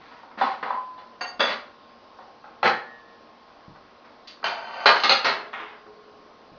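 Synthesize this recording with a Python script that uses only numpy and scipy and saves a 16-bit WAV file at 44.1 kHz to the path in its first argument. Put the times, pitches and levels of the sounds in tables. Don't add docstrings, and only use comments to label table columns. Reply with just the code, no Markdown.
import sys
import numpy as np
from scipy import signal
from scipy.fft import rfft, irfft
from scipy.io import wavfile
from scipy.ndimage import uniform_filter1d

SR = 44100
rng = np.random.default_rng(int(sys.argv[2]) if len(sys.argv) > 2 else 0)


def persist_wave(psi):
    counts = np.round(np.clip(psi, -1, 1) * 32767).astype(np.int16)
    wavfile.write(sys.argv[1], SR, np.atleast_2d(counts).T)


def gain_from_db(level_db):
    decades = np.asarray(level_db, float) / 20
    return 10 ** decades


N = 290178
FFT_SAMPLES, LEAD_SAMPLES = 2 ** 16, 512


def evened(x):
    return x / np.sqrt(np.mean(x ** 2) + 1e-20)


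def read(points, hz):
    point_hz, value = np.transpose(points)
    return np.interp(np.log(hz + 1), np.log(point_hz + 1), value)


def add(mix, start_s, sound):
    part = mix[round(start_s * SR):][:len(sound)]
    part += sound[:len(part)]


# frequency in Hz, width in Hz before the grip factor, relative peak in dB.
HELD_BOWL_MODES = [(545, 30, -10), (760, 22, -1), (830, 22, -7), (928, 35, 0), (1105, 25, -5),
                   (1250, 25, -8), (1515, 45, -10), (1795, 37, -11), (3510, 60, -14), (3950, 90, -13)]
NESTED_BOWL_MODES = [(568, 30, -3), (950, 40, -7), (1250, 30, -9), (1435, 40, -6), (1650, 25, -11),
                     (1890, 25, -12), (2700, 35, -9), (3415, 40, -1), (3920, 60, -19), (4300, 32, -17),
                     (4630, 20, -14), (4765, 35, -10), (6265, 50, -24)]
RACK_PLATE_MODES = [(560, 40, -8), (760, 30, -4), (890, 40, 0), (1290, 45, 0), (1600, 20, -7),
                    (2000, 30, -8), (2470, 45, -9), (2580, 25, -10), (3340, 40, -10), (3975, 35, -10),
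                    (4260, 60, -9), (5500, 60, -20)]
SLID_BOWL_MODES = [(576, 30, -8), (685, 30, -3), (945, 45, 0), (1113, 30, -5), (1560, 35, -2),
                   (2335, 45, -10), (2765, 34, -9), (2975, 40, -11), (3125, 35, -9), (4200, 50, -10),
                   (4785, 30, -9), (6245, 30, -24)]
STACK_MODES = [(571, 51, -9), (931, 49, -2), (1190, 35, 0), (1440, 44, -2), (1670, 15, -3), (2420, 48, -11),
               (2680, 190, -15), (2930, 34, -13), (3250, 93, -15), (3730, 22, -18), (4060, 18, -11),
               (4250, 51, -6), (4660, 240, -16), (4980, 21, -23), (6040, 28, -35), (6220, 150, -33)]
ROCKING_BOWL_MODES = [(581, 28, -9), (770, 29, -6), (931, 24, -6), (1190, 37, -2), (1400, 43, -5),
                      (1990, 110, -9), (2170, 15, -7), (2470, 140, -2), (2940, 62, -7), (3340, 18, -12),
                      (3910, 100, -4), (4240, 36, -1), (4770, 25, -8), (6260, 23, -25), (6440, 150, -32)]
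SETTLING_BOWL_MODES = [(700, 47, -2), (1640, 42, 0), (2060, 27, -4), (2590, 38, -2), (3130, 40, -14),
                       (3400, 35, -7), (3890, 22, -10), (4050, 15, -6), (4300, 40, -1), (4470, 31, -14),
                       (4740, 30, -14), (4970, 83, -15), (5340, 32, -21), (5680, 94, -24)]
# frequency in Hz, width in Hz, relative peak in dB.
CUP_MODES = [(716, 20, -4), (746, 20, -5), (1433, 20, -3), (1850, 30, -6), (2756, 18, -6), (2934, 12, -11),
             (4542, 14, 0), (4624, 10, 3), (6417, 14, -11)]
FREE_BOWL_MODES = [(1017, 2.5, 0), (1026, 7, -14), (2546, 4, -32), (4570, 3, -36)]
BIG_BOWL_MODES = [(335, 10, -12), (420, 1.2, 0), (431, 2, -5), (545, 6, -16), (770, 8, -16), (966, 6, -16)]
# frequency in Hz, width in Hz, relative peak in dB.
RACK_PLATE_LONG_MODES = [(1734, 2.2, 2), (1862, 2.2, 1), (1867.5, 2.6, -2), (4300, 5, -14)]
# frequency in Hz, width in Hz, relative peak in dB.
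SLEEVE_MODES = [(1120, 650, 3), (1630, 1340, 3.5), (3160, 2100, 6)]


def modes_of(dish):
    grip_factor = 3.0
    damped = {"held": HELD_BOWL_MODES, "nested": NESTED_BOWL_MODES, "plate": RACK_PLATE_MODES,
              "slid": SLID_BOWL_MODES, "stack": STACK_MODES, "rocking": ROCKING_BOWL_MODES,
              "settling": SETTLING_BOWL_MODES}
    undamped = {"cup": CUP_MODES, "free": FREE_BOWL_MODES, "big": BIG_BOWL_MODES,
                "glass": RACK_PLATE_LONG_MODES,
                "sleeve": SLEEVE_MODES}
    if dish in undamped:
        return undamped[dish]
    return [(hz, grip_factor * width_hz, db) for hz, width_hz, db in damped[dish]]


def ring_spectrum(modes):
    rise_s = 0.005
    t = np.arange(FFT_SAMPLES // 2) / SR
    ring = np.zeros(len(t))
    for k, (hz, width_hz, db) in enumerate(modes):
        decay = np.exp(-np.pi * width_hz * t)
        ring += (-1) ** k * gain_from_db(db) * width_hz * decay * np.sin(2 * np.pi * hz * t)
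    ring *= 1 - np.exp(-t / rise_s)
    return rfft(ring / np.linalg.norm(ring), FFT_SAMPLES)


# frequency in Hz, relative density in dB.
KNOCK_SPECTRUM = [(120, -15.5), (250, -15.5), (700, -4.5), (1200, -2), (2100, -6.5), (3500, -15),
                  (4600, -13.5), (5400, -25.5), (6900, -40.5), (8000, -64.5)]
# frequency in Hz, width in Hz, base level in dB.
SHELF_MODE = (255.4, 54, -25)


def sound_of(force, ring_force, ring, treble_db, shelf_db, ring_db):
    hz = np.fft.rfftfreq(FFT_SAMPLES, 1 / SR)
    knock = gain_from_db(read(KNOCK_SPECTRUM, hz))
    knock /= np.sqrt(np.mean(knock ** 2))
    hardness = gain_from_db(read([(1500, 0), (4000, treble_db), (6500, 1.2 * treble_db)], hz))
    highpass = 1 / (1 + (170 / (hz + 1)) ** 4)
    shelf = gain_from_db(SHELF_MODE[2] + shelf_db) * ring_spectrum([SHELF_MODE])
    knocked = rfft(force, FFT_SAMPLES) * knock
    rung = rfft(ring_force, FFT_SAMPLES) * (gain_from_db(ring_db) * ring + shelf)
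    return np.roll(irfft((knocked + rung) * hardness * highpass), LEAD_SAMPLES)


def hit(ring, rebound, db, chatter_s, *colour):
    n = 8000
    swell_share = 0.39
    t = np.arange(n) / SR
    chatter_s = max(chatter_s, .002)
    swell = np.exp(-t / chatter_s) * (1 - np.exp(-t / (swell_share * chatter_s)))
    force = rng.standard_normal(n) * (rng.random(n) < .25) * swell
    force /= np.linalg.norm(force)
    touch = rebound * force
    touch[0] = 1
    touch /= np.linalg.norm(touch)
    sound = sound_of(force, touch, ring, *colour)
    peak_rms = np.sqrt(uniform_filter1d(sound ** 2, 400).max())
    return gain_from_db(db) * sound / peak_rms


# start in seconds, peak short-time rms in dB, chatter in seconds,
# treble at 4 kHz in dB, ring against knock in dB, dish.
CONTACTS = [(0.111, -46, .02, -10, -14.5, "held"), (0.231, -44.5, 0.013, -32, 5, "held"),
            (0.307, -46.5, .016, -16, 0.5, "held"), (0.374, -33, 0.05, -6, -14.5, "held"),
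            (0.412, -16.5, 0.017, -5.5, 7.5, "held"), (0.444, -34.5, 0.05, 0.5, -1.5, "held"),
            (0.627, -26, .011, -10.5, -4, "held"), (0.658, -31.5, 0.043, -5, 5, "held"),
            (0.704, -22.5, 0.0042, -20, 20, "held"), (0.733, -34.5, 0.0043, -24, -3.5, "held"),
            (0.746, -29.5, 0.0083, -8, 20, "free"), (0.979, -43.5, 0.023, 1, 5.5, "held"),
            (1.208, -27.5, 0.014, -2, 4, "cup"), (1.244, -37, 0.006, -26, 4.5, "cup"),
            (1.275, -44.5, .0057, 2, -2.5, "cup"), (1.394, -22.5, 0.027, -0.3, -12, "nested"),
            (1.404, -17, 0.019, 1.5, 13, "nested"), (1.469, -28, 0.024, 2.5, -13.5, "nested"),
            (1.5, -32, 0.019, 1.1, -22.5, "nested"), (1.97, -58.5, 0.024, -7, 4, "held"),
            (2.187, -42.5, 0.02, -9, 10.5, "held"), (2.441, -42.5, 0.028, -28, 4, "plate"),
            (2.629, -17, 0.027, -6.5, -1.5, "plate"), (2.654, -16, 0.011, -9, -11, "plate"),
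            (2.667, -35, .014, -1, 18.5, "glass"), (2.675, -22, 0.0048, 6, 0, "plate"),
            (3.75, -51.5, 0.016, -20, -6, "held"), (4.043, -51.5, 0.023, -3, -18.5, "held"),
            (4.272, -41.5, 0.016, 19, -11, "slid"), (4.428, -36.5, 0.0084, -20.5, -7, "slid"),
            (4.441, -22, 0.033, 2, 1, "slid"), (4.857, -9, 0.018, 0.5, -3.2, "stack"),
            (4.889, -13.5, 0.016, 0.5, 14, "stack"), (4.955, -28, 0.025, 3, -5.5, "slid"),
            (5.0, -35.5, .03, 19, 2, "slid"), (5.035, -17.5, 0.017, 6.5, -7.5, "rocking"),
            (5.094, -13, 0.02, 5, 0.5, "rocking"), (5.12, -28, .018, 6.5, -4, "rocking"),
            (5.244, -19.5, 0.019, 3.5, -11, "settling"), (5.269, -23.5, 0.027, -2, -3.5, "settling"),
            (5.299, -33, 0.099, -12, 2.5, "settling"), (5.36, -44, 0.018, -7.5, 13, "big"),
            (5.599, -45.5, 0.011, 3, 18, "big"), (5.858, -47, 0.019, -26, 8, "big"),
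            (6.058, -57.5, .015, -7, 13, "big")]
SHELF_OFFSET_DB = {"held": 12, "nested": 11, "plate": -6.5, "slid": -12, "stack": -8, "rocking": -1,
                   "settling": 5, "cup": 8, "free": -2, "glass": -9, "big": 7}


def contacts(names, rebound):
    mix = np.zeros(N + LEAD_SAMPLES)
    for name in names:
        ring = ring_spectrum(modes_of(name))
        for start_s, db, chatter_s, treble_db, ring_db, dish in CONTACTS:
            if dish == name:
                sound = hit(ring, rebound, db, chatter_s, treble_db, SHELF_OFFSET_DB[dish], ring_db)
                add(mix, start_s, sound)
    return mix[LEAD_SAMPLES:]


def damped_dishes():
    return contacts(["held", "nested", "plate", "slid", "stack", "rocking", "settling"], rebound=0.72)


def cup():
    return contacts(["cup"], rebound=0.5)


def singing_dishes():
    return contacts(["free", "glass", "big"], rebound=0.25)


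# start in seconds, length in seconds, first force level in dB, last force level in dB, dish.
DRAGS = [(0.0, 0.23, -54.5, -58, "held"), (4.504, .15, -42, -47, "slid"), (4.64, .21, -46, -40, "slid"),
         (5.525, 0.25, -42, -65, "sleeve")]
DRAG_TREBLE_DB = {"held": 1.5, "slid": -3, "sleeve": -10}
DRAG_RING_DB = {"held": -20, "slid": 3.4, "sleeve": 10.5}


def drags():
    grit_per_s = 2200
    mix = np.zeros(N + LEAD_SAMPLES)
    for start_s, length_s, first_db, last_db, dish in DRAGS:
        n = round(length_s * SR)
        grit = rng.standard_normal(n) * (rng.random(n) < grit_per_s / SR)
        pressure = gain_from_db(np.linspace(first_db, last_db, n)) * signal.windows.tukey(n, .06)
        force = evened(grit) * pressure
        ring = ring_spectrum(modes_of(dish))
        add(mix, start_s, sound_of(force, force, ring, DRAG_TREBLE_DB[dish], 0, DRAG_RING_DB[dish]))
    return mix[LEAD_SAMPLES:]


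# frequency in Hz, t60 in seconds.
KITCHEN_T60 = [(150, 0.41), (400, 0.46), (1040, 0.42), (2760, 0.37), (6000, 0.32)]


def kitchen(x):
    level_db, spacing, swing_hz = -0.5, 20, 7
    taps = np.zeros((3, SR))
    slots = np.arange(200, SR - spacing, spacing)
    at = slots + rng.integers(0, spacing, (3, len(slots)))
    np.put_along_axis(taps, at, rng.choice([-1., 1.], (3, len(slots))), 1)
    hz, t, z = signal.stft(taps, SR, nperseg=256)
    decay = gain_from_db(-60 * t / read(KITCHEN_T60, hz)[:, None])
    tails = signal.istft(z * decay, SR, nperseg=256)[1]
    tails /= np.linalg.norm(tails[0])
    cycles = swing_hz * np.arange(N) / SR + np.arange(3)[:, None] / 3
    feeds = x * np.cos(2 * np.pi * cycles) * np.sqrt(2 / 3)
    return gain_from_db(level_db) * signal.fftconvolve(feeds, tails, axes=1)[:, :N].sum(0)


# start in seconds, boom level in dB, boom in Hz, boom t60 in seconds.
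THUDS = [(2.64, -41, 140, .25), (3.681, -34, 161, 0.05), (5.139, -45.5, 91.6, 0.065),
         (6.518, -41.5, 160, 0.044)]


def thuds():
    mix, t = np.zeros(N), np.arange(SR // 4) / SR
    onset = 1 - np.exp(-t / 0.0011)
    push = 0.096 * gain_from_db(-60 * t / 0.1) * np.sin(2 * np.pi * 38 * t)
    for start_s, db, hz, t60_s in THUDS:
        tones = np.sin(2 * np.pi * hz * t) + 0.39 * np.sin(2 * np.pi * 1.7 * hz * t)
        boom = gain_from_db(-60 * t / t60_s) * tones
        add(mix, start_s, gain_from_db(db) * onset * (boom + push))
    return mix


# frequency in Hz, level in dB rms, width of each noise pole in Hz.
HUM_TONES = [(233.5, -66, 13), (465.5, -64.5, 8.7), (1069, -60, 0.67), (1120, -73.5, 5.6), (1250, -74, 11)]


def refrigerator():
    t, out = np.arange(N) / SR, np.zeros(N)
    for hz, db, width_hz in HUM_TONES:
        r = np.exp(-np.pi * width_hz / SR)
        noise = rng.standard_normal((N, 2)) @ [1, 1j]
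        waver = signal.lfilter([1], [1, -2 * r, r * r], noise)
        tone = (1.5 + waver / waver.std()) * np.exp(2j * np.pi * hz * t)
        out += gain_from_db(db) * evened(tone.real)
    return out


# frequency in Hz, relative density in dB.
AIR_SPECTRUM = [(12, -63.5), (20, -23), (59, -10.5), (160, -12), (231, -4), (367, -3.5), (469, -9),
                (530, -0.5), (977, -4), (1080, -2.5), (1190, -5.5), (2140, -15.5), (4910, -18), (5970, -29),
                (6910, -49), (8980, -66.5), (15200, -120)]


def room_tone():
    level_db, patch_db = -52.5, 1.2
    frames, hz = N // 256 + 5, np.fft.rfftfreq(1024, 1 / SR)
    real, imaginary, patches = rng.standard_normal((frames, 513, 3)).T
    patches = evened(uniform_filter1d(uniform_filter1d(patches, 10, 0), 20, 1))
    z = (real + 1j * imaginary) * gain_from_db(read(AIR_SPECTRUM, hz)[:, None] + patch_db * patches)
    noise = signal.istft(z, nperseg=1024, noverlap=768)[1][:N]
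    return gain_from_db(level_db) * evened(noise)


def scene():
    dry = damped_dishes() + cup() + drags() + thuds()
    mix = dry + kitchen(dry) + singing_dishes() + refrigerator() + room_tone()
    return mix[None]


def roll_off(x):
    return signal.sosfilt(signal.butter(12, 7060, fs=SR, output="sos"), x)


def record(dry):
    edge_hz, hiss_db = 6880, -94
    rounded = 1.5 * np.tanh(dry / 1.5)
    lowpass = signal.firwin(301, edge_hz, window=("kaiser", 8), fs=SR)
    narrow = signal.oaconvolve(rounded, lowpass[None], "same")
    hiss = gain_from_db(hiss_db) * rng.standard_normal(dry.shape)
    return roll_off(np.clip(narrow + hiss, -1, 1))


dry = scene()
out = record(dry)
persist_wave(out)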